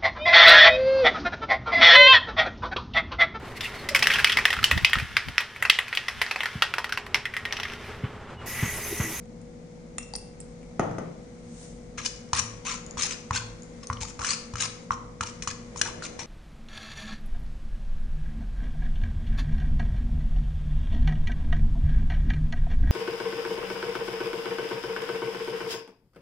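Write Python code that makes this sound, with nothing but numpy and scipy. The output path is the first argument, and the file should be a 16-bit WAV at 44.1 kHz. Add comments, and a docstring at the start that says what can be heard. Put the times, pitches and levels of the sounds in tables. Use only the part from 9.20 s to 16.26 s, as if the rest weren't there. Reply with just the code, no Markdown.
"""Small, lively kitchen: a steel spoon stirs paste in a small steel bowl, held by hand on a towel on a wooden table.
An appliance and the room hum throughout, as low tones over filtered noise. First, decaying modes make small bright
clinks, a measuring spoon on glass and then probably bangles, and wooden modes thud across the room. Then, close to
the two-port microphone, the spoon knocks and scrapes round the damped bowl about three times a second: blows ring
steel, wall, rim, table and room, random slips scrape, short tones squeak and pop, and shaped noise rubs softly."""
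import sys
import numpy as np
from scipy import signal
from scipy.fft import rfft, irfft, next_fast_len
from scipy.io import wavfile
from scipy.ndimage import map_coordinates

SR = 44100
rng = np.random.default_rng(int(sys.argv[2]) if len(sys.argv) > 2 else 0)


def dump_mix(stems):
    """Bounce the given channels to the path in sys.argv[1] as a 16-bit WAV at rate SR."""
    frames = np.atleast_2d(stems).T  # one column per channel
    limited = np.clip(frames, -1, 1)  # hard clip at full scale
    pcm = np.round(limited * 32767).astype(np.int16)
    wavfile.write(sys.argv[1], SR, pcm)


N = 311346


def amp(db):
    """Decibels to gain."""
    return 10 ** (np.asarray(db) / 20)


def unit(x):
    """Scale to rms 1."""
    return x / np.sqrt(np.mean(x ** 2) + 1e-20)


def along(points, hz):
    """(frequency, value) points read on a log frequency axis."""
    f, v = np.transpose(points)
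    return np.interp(np.log(hz + 1), np.log(f + 1), v)


def wobble(rate, size=N):
    """A smooth random curve, rate knots a second."""
    knots = rng.standard_normal(int(size * rate / SR) + 4)
    return map_coordinates(knots, [np.arange(size) * rate / SR])


def filtered(x, response):
    """x times a response of frequency."""
    n = x.shape[-1]
    m = next_fast_len(n + SR // 4)
    return irfft(rfft(x, m) * response(np.fft.rfftfreq(m, 1 / SR)), m)[..., :n]


def coloured(x, points):
    """x shaped by this spectrum, rms 1."""
    return unit(filtered(x, lambda hz: amp(along(points, hz))))


def impulse(points, size=4096):
    """The causal (minimum-phase) pulse that has this spectrum, peak 1."""
    cepstrum = irfft(np.log(amp(along(points, np.fft.rfftfreq(size, 1 / SR)))))
    cepstrum[1:size // 2] *= 2
    cepstrum[size // 2 + 1:] = 0
    pulse = irfft(np.exp(rfft(cepstrum)))
    return pulse / np.abs(pulse).max()


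def add(track, s, sound):
    """Mix a sound into the track at time s."""
    start = max(round(s * SR), 0)
    part = sound[..., :max(N - start, 0)]
    track[:, start:start + part.shape[-1]] += part


def ring(modes, t, detune, scatter_db, spread, attack):
    """Stereo ring, mid peak 1; every call gives the modes new strengths, pitches and directions."""
    hz, db, t60 = np.transpose(modes)[:, :, None]
    pitch, size, turn = rng.standard_normal((3, len(modes), 1))
    decay = amp(db + scatter_db * size - 60 * t / t60) * (1 - np.exp(-t / attack))
    phase = 2 * np.pi * hz * (1 + detune * pitch) * t
    pair = np.array([(decay * np.sin(phase + side * spread * turn)).sum(0) for side in (1, -1)])
    return pair / np.abs(pair.mean(0)).max()


def slips(t, rate, uneven_db):
    """Stick and slip: jolts at random moments, of uneven size and either sign."""
    chance, size = rng.random(len(t)), rng.standard_normal(len(t))
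    return (chance < rate / SR) * amp(uneven_db * size) * np.sign(rng.standard_normal(len(t)))


def nearby(size, apart):
    """Noise from one near spot: one part reaches both ports, one part differs."""
    return unit(rng.standard_normal(size) + apart * rng.standard_normal((2, size)))


# how alike room sound is at the two ports: (frequency [Hz], left-right likeness [0-1])
PORT_LIKENESS = [(100, 0.9), (200, 1), (350, 0.11), (700, 0.037), (2000, 0.056), (8000, 0.039)]


def diffuse(size):
    """Noise from all sides: alike at both ports in the bass, nearly unrelated in the treble."""
    def mid_and_side(hz):
        turn = np.arccos(np.clip(along(PORT_LIKENESS, hz), -1, 1)) / 2
        return np.array([np.cos(turn), np.sin(turn)])
    mid, side = filtered(rng.standard_normal((2, size)), mid_and_side)
    return np.array([mid + side, mid - side])


# how long the kitchen rings: (frequency [Hz], t60 [s])
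KITCHEN_DECAY = [(100, 0.96), (400, 0.78), (1200, 0.58), (3000, 0.52), (6500, 0.47), (10000, 0.38)]


def room(x, wet_db, rise):
    """Add the kitchen's answer, a decaying diffuse tail drawn afresh for each third of a second."""
    out, step = x.copy(), SR // 3
    for start in range(0, N, step):
        part = x[:, start:start + step]
        if part.any():
            hz, t, z = signal.stft(diffuse(2 * step), SR, nperseg=256)
            decay = amp(-60 * t / along(KITCHEN_DECAY, hz)[:, None]) * (1 - np.exp(-t / rise))
            tail = signal.istft(z * decay, SR, nperseg=256)[1]
            tail = amp(wet_db) * tail / np.linalg.norm(tail[0])
            add(out, start / SR, signal.fftconvolve(part, tail, axes=1))
    return out


# low hum, many tones at the room's own resonances: (frequency [Hz], level [dB])
HUM_TONES = [(45.8, -53), (110.5, -56.5), (166.9, -48), (236.9, -47.5), (333.8, -57.5), (436.0, -60),
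             (486.2, -46.5), (532.9, -57), (748.3, -66)]
# the low rumble: (frequency [Hz], level [dB])
RUMBLE_COLOUR = [(32, -11), (45, 4), (66, -13.5), (108, -7), (130, -9.5), (163, -3), (200, -7.5),
                 (238, -0.5), (275, -12), (335, -13.5), (410, -17), (488, -13.5), (900, -25), (2000, -62)]
# the rush of air, also the colour of smeared paste: (frequency [Hz], level [dB])
HISS_COLOUR = [(500, 2.5), (900, 0), (1300, 0.5), (1750, -2.5), (2150, 2.5), (2700, -7), (4200, -6.5),
               (5600, -6), (6700, -5), (8000, -9), (9500, -10.5), (11500, -9.5)]
# the hiss rises over the first two seconds, then eases slightly: (time [s], level [dB])
HISS_LEVEL = [(0, -2), (2, 0.5), (2.6, -0.5)]
RUMBLE_DB, HISS_DB = -43, -53.5
HUM_DRIFT = 0.79  # scale of the random phase wander [rad]


def appliance():
    """Low hum of slightly unsteady tones, many at the room's own resonances, over rumble and a rush of air."""
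    t, hum = np.arange(N) / SR, 0
    for hz, db in HUM_TONES:
        level = amp(db + 0.21 * wobble(3.9))
        hum = hum + level * np.sin(2 * np.pi * hz * t + HUM_DRIFT * wobble(2.514))
    rumble = amp(RUMBLE_DB) * coloured(diffuse(N), RUMBLE_COLOUR)
    hiss = amp(HISS_DB + np.interp(t, *np.transpose(HISS_LEVEL))) * coloured(diffuse(N), HISS_COLOUR)
    return hum + rumble + hiss


# small bright clinks, a measuring spoon on glass, then probably bangles at 1.2 s:
# (time [s], tick level [dB], clatter pitch [Hz], clatter re the tick [dB],
# clatter t60 [s], low knock level [dB], after-ring level [dB])
CLINK_EVENTS = [(0.056, -50, 6500, -3, .01, -75, -82), (0.2152, -45, 6900, -8, 0.015, -70, -79),
                (0.7831, -14.5, 2700, -21, 0.03, -35.5, -40.5), (0.829, -40.5, 5750, 3.5, 0.034, -60, -74),
                (0.9371, -28, 4800, 5, 0.014, -30, -62), (0.953, -26.5, 4760, 3.5, 0.023, -38, -58),
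                (0.9549, -29.5, 5550, 7, 0.012, -38.5, -61), (0.9619, -32.5, 9340, 14, 0.01, -45, -64),
                (0.984, -41, 4700, 3, .009, -51, -70), (1.203, -38.5, 8150, 7.5, 0.041, -72, -74),
                (1.213, -46, 5300, 1, .02, -72, -75), (1.43, -48, 2300, 0, 0.046, -72, -80)]
# the tick, as of a measuring spoon on glass: (frequency [Hz], level [dB], t60 [s])
TICK_MODES = [(1290, -4, 0.011), (2000, 0, 0.0072), (2604, -7.5, 0.027), (3460, -8, .008), (5470, -7, 0.01),
              (7130, 0.5, 0.016), (7900, -2.5, 0.0085), (8560, -3.5, 0.021), (9160, 0, 0.027)]
# close partials round a clink's pitch: (frequency ratio, level [dB])
CLATTER_PARTIALS = [(0.946, -1.5), (1, 4), (1.07, -6.5), (1.17, -5.5)]
# the low knock, as of the glass on the table: (frequency [Hz], level [dB], t60 [s])
LOW_KNOCK_MODES = [(500, -9, 0.025), (780, 2, 0.014)]
# the after-ring, as of the measuring spoon: (frequency [Hz], level [dB], t60 [s])
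AFTER_RING_MODES = [(2700, -6, 0.6), (2735, -5, 0.56), (5600, -16, 0.25), (8110, -19, .2),
                    (9290, -16, 0.16)]


def clinks():
    """Small bright clinks: each a tick, a clatter of close partials, a low knock and a thin after-ring."""
    ticks, rings, t = np.zeros((2, N)), np.zeros((2, N)), np.arange(SR // 2) / SR
    short = t[:SR // 12]
    for s, db, hz, clatter_db, t60, knock_db, after_db in CLINK_EVENTS:
        tick = ring(TICK_MODES, short, detune=0.008, scatter_db=2.5, spread=0.8, attack=0.0001)
        crack = 0.28 * amp(-60 * short / 0.025) * rng.standard_normal((2, len(short)))
        partials = [(ratio * hz, level, t60) for ratio, level in CLATTER_PARTIALS]
        clatter = ring(partials, short, detune=.006, scatter_db=1.5, spread=.5, attack=.0002)
        knock = ring(LOW_KNOCK_MODES, short, detune=.04, scatter_db=2, spread=.4, attack=.0012)
        after = ring(AFTER_RING_MODES, t, detune=.0004, scatter_db=1, spread=.4, attack=.004)
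        add(ticks, s, amp(db) * (tick + crack + amp(clatter_db) * clatter) + amp(knock_db) * knock)
        add(rings, s, amp(after_db) * after)
    return room(ticks, wet_db=-8.5, rise=0.0031) + room(rings, wet_db=-14, rise=0.0063)


# thuds across the room: (time [s], level [dB])
THUD_EVENTS = [(1.5953, -9), (1.6365, -33), (1.7115, -26.5), (1.7837, -18.5)]
# the landing weight: (frequency [Hz], level [dB])
WEIGHT_COLOUR = [(29, -77), (50, -43), (100, -5), (158, 6), (252, -8.5), (439, -3), (699, -7), (1000, -16),
                 (1900, -30), (3600, -51), (10000, -60), (22000, -120)]
# what thuds: (frequency [Hz], level [dB], t60 [s])
WOOD_MODES = [(325, -2, 0.019), (512, 1, 0.042), (667, 5, 0.03), (884, -4, 0.013), (1215, 4, 0.016),
              (1830, -4.5, 0.014), (2750, -23, .008)]
# the rattle after it: (frequency [Hz], level [dB])
RATTLE_COLOUR = [(100, -28), (200, -12), (450, 7), (650, 5), (850, 0.5), (1400, -6.5), (2400, -12.5),
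                 (3400, -20), (6000, -42)]
# the thud's crack: (frequency [Hz], level [dB])
CRACK_COLOUR = [(1000, -27), (3800, -14), (6400, 4.5), (8000, -14), (9300, -0.5), (12000, -38)]
WEIGHT_LAG_S = 0.0017  # the weight lands after the edge
RATTLE_DB, RATTLE_T60_S = -22, 0.4


def thuds():
    """Something heavy and wooden bumps: its edge knocks and cracks, its weight lands, it rattles densely."""
    body, cracks, pulse = np.zeros((2, N)), np.zeros((2, N)), impulse(WEIGHT_COLOUR)
    t = np.arange(SR // 3) / SR
    for s, db in THUD_EVENTS:
        knock = ring(WOOD_MODES, t, detune=.03, scatter_db=1.5, spread=.4, attack=.0001)
        jolts = slips(t, rate=720, uneven_db=1.5)
        rattle = coloured(jolts * nearby(len(t), apart=0.8), RATTLE_COLOUR)
        rattle = amp(RATTLE_DB - 60 * t / RATTLE_T60_S) * rattle
        add(body, s, amp(db) * (rattle - knock))
        add(body, s + WEIGHT_LAG_S, amp(db) * pulse)
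        crack = coloured(rng.standard_normal((2, len(t))), CRACK_COLOUR)
        add(cracks, s, amp(db - 22.5 - 60 * t / 0.039) * crack)
    return room(body, wet_db=-1.5, rise=0.0013) + room(cracks, wet_db=-6, rise=0.004)


# skin on towel: (frequency [Hz], level [dB])
TOWEL_COLOUR = [(2000, -10.5), (4900, -8), (6300, -2), (9200, -3), (11000, -13)]
BRUSH_S, BRUSH_WIDTH_S = 2.427, 0.084  # its height, and the time from there to half its amplitude
BRUSH_DB, BRUSH_SWING_DB = -46, 0.6


def brush():
    """Skin slides unevenly over cloth, swelling and fading as the hand closes round the bowl."""
    away = (np.arange(N) / SR - BRUSH_S) / BRUSH_WIDTH_S
    level = amp(BRUSH_DB + BRUSH_SWING_DB * wobble(60)) / (1 + away ** 2)
    return level * coloured(rng.standard_normal((2, N)), TOWEL_COLOUR)


def gripped(modes, detune, scatter_db):
    """The modes as one stroke finds them: damped by pressure, shifted and weighted by where the edge sits."""
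    pitch, size = rng.standard_normal((2, len(modes)))
    hz, db, t60 = np.transpose(modes)
    return np.column_stack([hz * (1 + detune * pitch), db + scatter_db * size, t60 * PRESSED_DAMPING])


def shaken(jolts, modes, detune, scatter_db, spread):
    """Jolts through the modes, rms 1; the contact point travels, so the ring is redrawn every 10 ms."""
    step, t = SR // 100, np.arange(SR // 55) / SR
    out = np.zeros((2, len(jolts) + step + len(t)))
    for start in range(0, len(jolts), step):
        body = ring(modes, t, detune, scatter_db, spread, attack=0.00061)
        piece = signal.fftconvolve(jolts[None, start:start + step], unit(body), axes=1)
        out[:, start:start + piece.shape[1]] += piece
    return unit(out[:, :len(jolts)])


# the spoon drags along the wall: (time [s], pressing [s], easing [s], rasp level [dB],
# bite: lift of the lower steel modes re the rasp [dB], wall level [dB])
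STROKE_EVENTS = [(2.773, 0.016, 0.017, -35, 0, -39), (2.809, 0.042, 0.0048, -37, -3, -57),
                 (2.852, 0.0027, 0.025, -27, -13, -46), (3.139, 0.059, 0.0051, -25, -3.5, -32.5),
                 (3.447, 0.024, 0.043, -31, -1, -35), (3.497, 0.019, 0.043, -32, -3, -39),
                 (3.774, 0.025, 0.012, -27, -4, -34.5), (3.802, 0.019, 0.048, -23.5, -5.5, -40),
                 (3.87, 0.056, 0.024, -34, -3.5, -44), (4.127, 0.049, 0.0078, -27, -1, -31.5),
                 (4.626, 0.0089, 0.0095, -44.5, -3.5, -48.5), (4.803, 0.0084, 0.045, -32, -8, -42),
                 (4.866, 0.011, 0.034, -41, -7.5, -54), (4.993, 0.029, 0.027, -40, -8, -34),
                 (5.025, 0.019, 0.0073, -33, -9, -41), (5.048, 0.059, 0.042, -25.5, -5.5, -35.5),
                 (5.365, 0.03, 0.0065, -33, -4.5, -43), (5.398, .012, 0.051, -24.5, -5, -34.5),
                 (5.711, 0.0096, .022, -39, -4.5, -42), (6.017, 0.02, 0.0039, -35.5, -3, -39),
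                 (6.057, 0.012, 0.03, -36, -6, -47), (6.226, 0.0095, 0.015, -38.5, -12, -47),
                 (6.277, 0.004, 0.027, -34.5, -4.5, -50), (6.566, .016, 0.022, -34.5, -13.5, -52),
                 (6.645, 0.026, 0.025, -40.5, -1, -36), (6.82, 0.032, 0.021, -34.5, -5, -43),
                 (6.989, 0.0069, 0.04, -35, -1.5, -42.5)]
# the bowl, damped by hand and paste: (frequency [Hz], level [dB], t60 [s])
STEEL_MODES = [(1637, -16.5, 0.079), (1720, -7, 0.051), (2020, -4, 0.008), (2420, 4.5, 0.017),
               (2928, 2, 0.027), (3405, 5.5, 0.011), (4120, 3.5, 0.019), (4330, 0, 0.01),
               (4930, -7.5, 0.016), (5265, 9, 0.014), (5750, 4, 0.0077), (5885, 6, 0.019), (6385, 5, 0.015),
               (6480, 4.5, 0.016), (6940, 1.5, 0.024), (7290, -4.5, 0.03), (7700, -3, 0.019),
               (8680, 0.5, 0.0096), (9160, -1, 0.021)]
# the bowl's wall: (frequency [Hz], level [dB], t60 [s])
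WALL_MODES = [(850, -4, 0.003), (1142, 4.5, 0.022), (1330, -5.5, 0.033), (1940, -3, 0.0077)]
# crushed grit: (frequency [Hz], level [dB])
GRIT_COLOUR = [(500, -50), (1000, -5), (1600, 3.5), (2400, 12.5), (3300, 5), (4400, 4.5), (5300, -9),
               (6400, 5), (7200, 3), (8200, -3), (9400, 0.5), (12000, -45)]
PRESS_DB, EASE_DB, TOUCH_S = 10, 8, 0.0044  # a stroke swells, then sinks; its edge lands and lifts in this time
BITE_FOLLOWS, WALL_FOLLOWS = 0.91, 0.51  # share of the swell in lower modes and wall: harder is brighter
CATCH_DB, CATCH_RATE = 2.2, 220  # the edge's unsteadiness: scale, and knots a second
SLIP_RATE, GRIT_DB = 2400, -3  # mean slips a second; grit re the steel's ring
PRESSED_DAMPING = 0.68  # share of the ring time left under pressure


def scrapes():
    """Each stroke presses, then eases; the edge's slips ring the damped steel and wall and crush grit."""
    out, crush = np.zeros((2, N)), amp(-60 * np.arange(SR // 100) / SR / 0.0016)
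    for s, press_s, ease_s, rasp_db, bite_db, wall_db in STROKE_EVENTS:
        t = np.arange(0, press_s + ease_s + TOUCH_S, 1 / SR)
        force_db = np.interp(t, [0, press_s, press_s + ease_s], [-PRESS_DB, 0, -EASE_DB])
        contact = np.clip(np.minimum(t, t[-1] - t) / TOUCH_S, 0, 1)
        force_db = force_db + CATCH_DB * wobble(CATCH_RATE, size=len(t))  # the edge catches and frees itself
        jolts = slips(t, rate=SLIP_RATE, uneven_db=4)
        pressed = gripped(STEEL_MODES, detune=.035, scatter_db=1.5)
        steel = shaken(jolts, pressed, detune=.07, scatter_db=3.5, spread=.7)
        crushing = np.convolve(np.abs(jolts), crush)[:len(t)]
        steel += amp(GRIT_DB) * coloured(crushing * nearby(len(t), apart=0.5), GRIT_COLOUR)
        lower = filtered(steel, lambda hz: 1 / (1 + (hz / 4200) ** 8))
        rasp = amp(force_db) * unit(steel - lower)
        bite = amp(bite_db + BITE_FOLLOWS * force_db) * unit(lower)
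        wall = shaken(jolts, WALL_MODES, detune=0.12, scatter_db=5, spread=0.7)
        wall = amp(wall_db + WALL_FOLLOWS * force_db) * wall
        add(out, s, contact * (amp(rasp_db) * (rasp + bite) + wall))
    return out


# spoon meets bowl: (time [s], steel clack level [dB], dull wall knock level [dB], wall pitch [Hz],
# low thump level [dB])
TAP_EVENTS = [(2.7804, -28.5, -26, 1310, -36), (2.859, -15, -51, 1430, -57),
              (3.1315, -14, -10.5, 1020, -25.5), (3.162, -32, -22.5, 1222, -41),
              (3.1958, -22, -37, 1060, -30), (3.7715, -32, -25, 1040, -32.5),
              (4.108, -28.5, -11.5, 1055, -21.5), (4.172, -36, -26, 1080, -33),
              (4.700, -36, -13.5, 1118, -22.5), (4.7282, -30.5, -25, 1183, -55),
              (4.811, -29, -49, 1360, -27), (4.992, -28.5, -25, 1270, -31), (5.016, -28, -23.5, 1377, -46),
              (5.046, -18.5, -17, 1474, -53), (5.0901, -25, -24.5, 1400, -37),
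              (5.3367, -31.5, -30, 1042, -25.5), (5.3555, -25, -22, 1314, -30),
              (5.4053, -15, -31, 1571, -48), (5.436, -21, -25, 1220, -57), (5.7068, -35, -9.5, 1090, -30.5),
              (6.0085, -19, -12.5, 1310, -28.5), (6.2227, -22.5, -31.5, 1937, -43),
              (6.274, -19.5, -16, 1104, -32), (6.31, -23.5, -30, 1759, -57),
              (6.5595, -34, -26.5, 1041, -38), (6.6141, -6.5, -11.5, 1680, -36),
              (6.6606, -40, -24, 1502, -51), (6.673, -26.5, -41, 1361, -53),
              (6.8228, -37, -23.5, 1460, -61), (6.9916, -28, -28, 940, -37)]
REBOUND_S, REBOUND_DB = 0.0024, -1  # the edge chatters once as it lands


def clacks():
    """Bare steel on steel: a crack and a very short, dense ring, struck again as the edge rebounds."""
    out, t = np.zeros((2, N)), np.arange(SR // 20) / SR
    for s, clack_db, *_ in TAP_EVENTS:
        for lag, db in [(0, clack_db), (REBOUND_S, clack_db + REBOUND_DB)]:
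            steel = ring(STEEL_MODES, t, detune=.012, scatter_db=2, spread=.6, attack=.0004)
            crack = 0.21 * amp(-60 * t / 0.039) * rng.standard_normal((2, len(t)))
            add(out, s + lag, amp(db) * (steel + crack))
    return out


# hard surfaces close by answer a knock: (delay [s], level [dB])
NEAR_ECHOES = [(0.0117, -11.5), (0.0163, -22)]
SMOTHER_S, WALL_LOW_HZ = .0042, 670  # paste smothers the wall; the small wall radiates little below this


def knocks():
    """A blow cushioned by paste knocks the wall for a few cycles; surfaces close by throw it back."""
    out, t = np.zeros((2, N)), np.arange(SR // 20) / SR
    thin = signal.butter(3, WALL_LOW_HZ, "high", fs=SR, output="sos")
    for s, _, knock_db, wall_hz, _ in TAP_EVENTS:
        stiffness = wall_hz / WALL_MODES[1][0]  # the wall sounds higher where it is struck near the base
        wall = ring(WALL_MODES, t * stiffness, detune=0.02, scatter_db=1.5, spread=0.42, attack=0.00062)
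        smothered = wall / (1 + (t / SMOTHER_S) ** 4)
        knock = amp(knock_db) * signal.sosfilt(thin, smothered)
        add(out, s, knock)
        for delay, echo_db in NEAR_ECHOES:
            add(out, s + delay, amp(echo_db) * knock)
    return out


# the bowl's rim: (frequency [Hz], level [dB], t60 [s])
RIM_MODES = [(1060, 7, 0.33), (1070, -11, 0.8), (1220, -2.5, 0.34), (1330, -13, 0.13), (1530, 5, 0.25)]
RIM_DB, RIM_MUTE_DB = -24.5, 15  # after-ring re the knock; the most that bare steel against it takes away
RIM_FOCUS_DB = 25  # loss per octave from the wall's pitch
RIM_SAG, RIM_SAG_S = 0.033, 0.029  # starts sharp by this share, settling with this time constant
GRIP_MUTE_DB = 4.5  # what the hand's grip takes from the rim, except while it loosens
LOOSE_FROM_S, LOOSE_TO_S = 5.5, 5.9


def rim():
    """The rim sings on near the knock's pitch, sagging as the spoon eases off; bare steel and hand mute it."""
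    out, t = np.zeros((2, N)), np.arange(SR // 2) / SR
    settling = t + RIM_SAG * RIM_SAG_S * (1 - np.exp(-t / RIM_SAG_S))
    for s, clack_db, knock_db, wall_hz, _ in TAP_EVENTS:
        song = 0
        for hz, db, t60 in RIM_MODES:
            mode_db = db - RIM_FOCUS_DB * abs(np.log2(hz / wall_hz)) - 60 * t / t60
            song = song + amp(mode_db) * np.sin(2 * np.pi * hz * settling)
        bare = amp(clack_db) / (amp(clack_db) + amp(knock_db))
        held = not LOOSE_FROM_S < s < LOOSE_TO_S
        add(out, s, amp(knock_db + RIM_DB - RIM_MUTE_DB * bare - GRIP_MUTE_DB * held) * song)
    return out


# a short table ring near 86 Hz and a longer room resonance near 111 Hz: (frequency [Hz], level [dB], t60 [s])
THUMP_MODES = [(86, 8, 0.16), (103.5, -14, 0.45), (111.8, -3.5, 1)]


def thumps():
    """The low thump of each tap: a short table ring near 86 Hz and a longer room resonance near 111 Hz."""
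    out, t = np.zeros((2, N)), np.arange(2 * SR // 3) / SR
    for s, *_, thump_db in TAP_EVENTS:
        thump = ring(THUMP_MODES, t, detune=.008, scatter_db=1.5, spread=.03, attack=.0025)
        add(out, s, amp(thump_db) * thump)
    return out


# paste smears under the spoon: (time [s], length [s], level [dB])
SMEAR_EVENTS = [(2.8, 2.9, -53), (6.0, 1.2, -52.5)]
# the bowl shifts on the towel: (time [s], length [s], level [dB])
SHIFT_EVENTS = [(3.62, 0.3876, -46), (6.5, 0.7, -43.5)]
# the bowl's base on cloth: (frequency [Hz], level [dB])
CLOTH_COLOUR = [(100, -6), (220, -17), (330, -3), (600, -6.5), (900, -19.5), (2000, -17.5), (5000, -39)]
RUB_FADE_S, RUB_SWING_DB = 0.067, 1  # fade in and out; scale of the wavering


def rubbing(rows, colour):
    """A soft, uneven rustle for each row: wet paste on steel, or the bowl's base on cloth."""
    t, level = np.arange(N) / SR, 0
    for s, length, db in rows:
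        level = level + amp(db) * np.clip(np.minimum(t - s, s + length - t) / RUB_FADE_S, 0, 1)
    return level * amp(RUB_SWING_DB * wobble(6)) * coloured(diffuse(N), colour)


# the edge chatters on one resonance: (time [s], length [s], pitch [Hz], level [dB])
SQUEAK_EVENTS = [(2.853, 0.017, 5340, -28), (3.187, 0.018, 6804, -28), (3.818, 0.029, 6150, -28.5),
                 (4.16, 0.022, 4404, -28), (5.065, 0.016, 6200, -36), (5.081, 0.026, 4240, -29),
                 (5.107, 0.044, 5180, -35.5), (6.992, .022, 5850, -31)]
SQUEAK_RISE, SQUEAK_WAVER = 0.037, 0.034  # shares of the pitch: its rise, and the scale of its unsteadiness


def squeaks():
    """For a moment the slips lock onto one steel resonance: a rough, rising chirp."""
    out = np.zeros((2, N))
    for s, length, hz, db in SQUEAK_EVENTS:
        u = np.arange(0, 1, 1 / (length * SR))
        pitch = hz * (1 + SQUEAK_RISE * (u - .5) + SQUEAK_WAVER * wobble(900, size=len(u)))
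        roughness = amp(5.5 * wobble(600, size=len(u)))
        tone = np.sin(2 * np.pi * np.cumsum(pitch) / SR) * roughness
        add(out, s, amp(db) * np.sin(np.pi * u) * tone)
    return out


# sticky paste lets go with a small pop: (time [s], peak level [dB], pitch [Hz])
POP_EVENTS = [(2.962, -37, 7040), (3.09, -42, 5200), (3.664, -27.5, 6908), (3.7097, -26.5, 6658),
              (4.422, -33, 6537), (4.433, -31, 6980), (4.671, -21.5, 6360), (4.733, -26, 5790),
              (4.771, -30, 3010), (4.90, -27, 6846)]


def pops():
    """Each small cavity in the paste rings briefly as it tears open."""
    out, t = np.zeros((2, N)), np.arange(SR // 40) / SR
    for s, db, hz in POP_EVENTS:
        cavity = [(0.756 * hz, -5, .006), (hz, 0, .009), (1.4 * hz, -5, .005)]
        add(out, s, amp(db) * ring(cavity, t, detune=.02, scatter_db=3, spread=.6, attack=.0003))
    return out


def scene():
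    """Far thuds and close stirring fill the kitchen; rim, thumps, rustle and hum get no added tail."""
    before = appliance() + clinks() + thuds()
    strokes = room(scrapes() + squeaks() + pops(), wet_db=-6.5, rise=0.00072)
    blows = room(clacks(), wet_db=-8, rise=0.001) + room(knocks(), wet_db=-9, rise=0.0016) + rim()
    rustle = brush() + rubbing(SMEAR_EVENTS, HISS_COLOUR) + rubbing(SHIFT_EVENTS, CLOTH_COLOUR)
    return before + strokes + blows + thumps() + rustle


# balance of the two ports: (frequency [Hz], left minus right [dB])
PORT_BALANCE = [(60, 1), (200, 2.5), (600, 2), (1200, 2.5), (2600, 2), (4200, 2.5), (6300, 11), (7400, 7),
                (8300, -8.5), (9400, -15), (11000, 6)]
# the microphone's response: (frequency [Hz], level [dB])
MICROPHONE_COLOUR = [(30, -4), (1000, -2.5), (3000, -3.5), (6000, -2.5), (8000, -4.5), (9500, -7),
                     (10300, -15), (11800, -31)]
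TOP_HZ = 11900  # band limit


def record(dry):
    """The left port favours the presence range, the right one about 8 to 10 kHz; a band limit cuts the top."""
    def response(hz):
        ports = amp(along(PORT_BALANCE, hz) * np.array([[.5], [-.5]]))
        balance = ports / ports.mean(0)
        return balance * amp(along(MICROPHONE_COLOUR, hz)) * (hz < TOP_HZ)
    return filtered(dry, response)


dry = scene()
out = record(dry)
dump_mix(out)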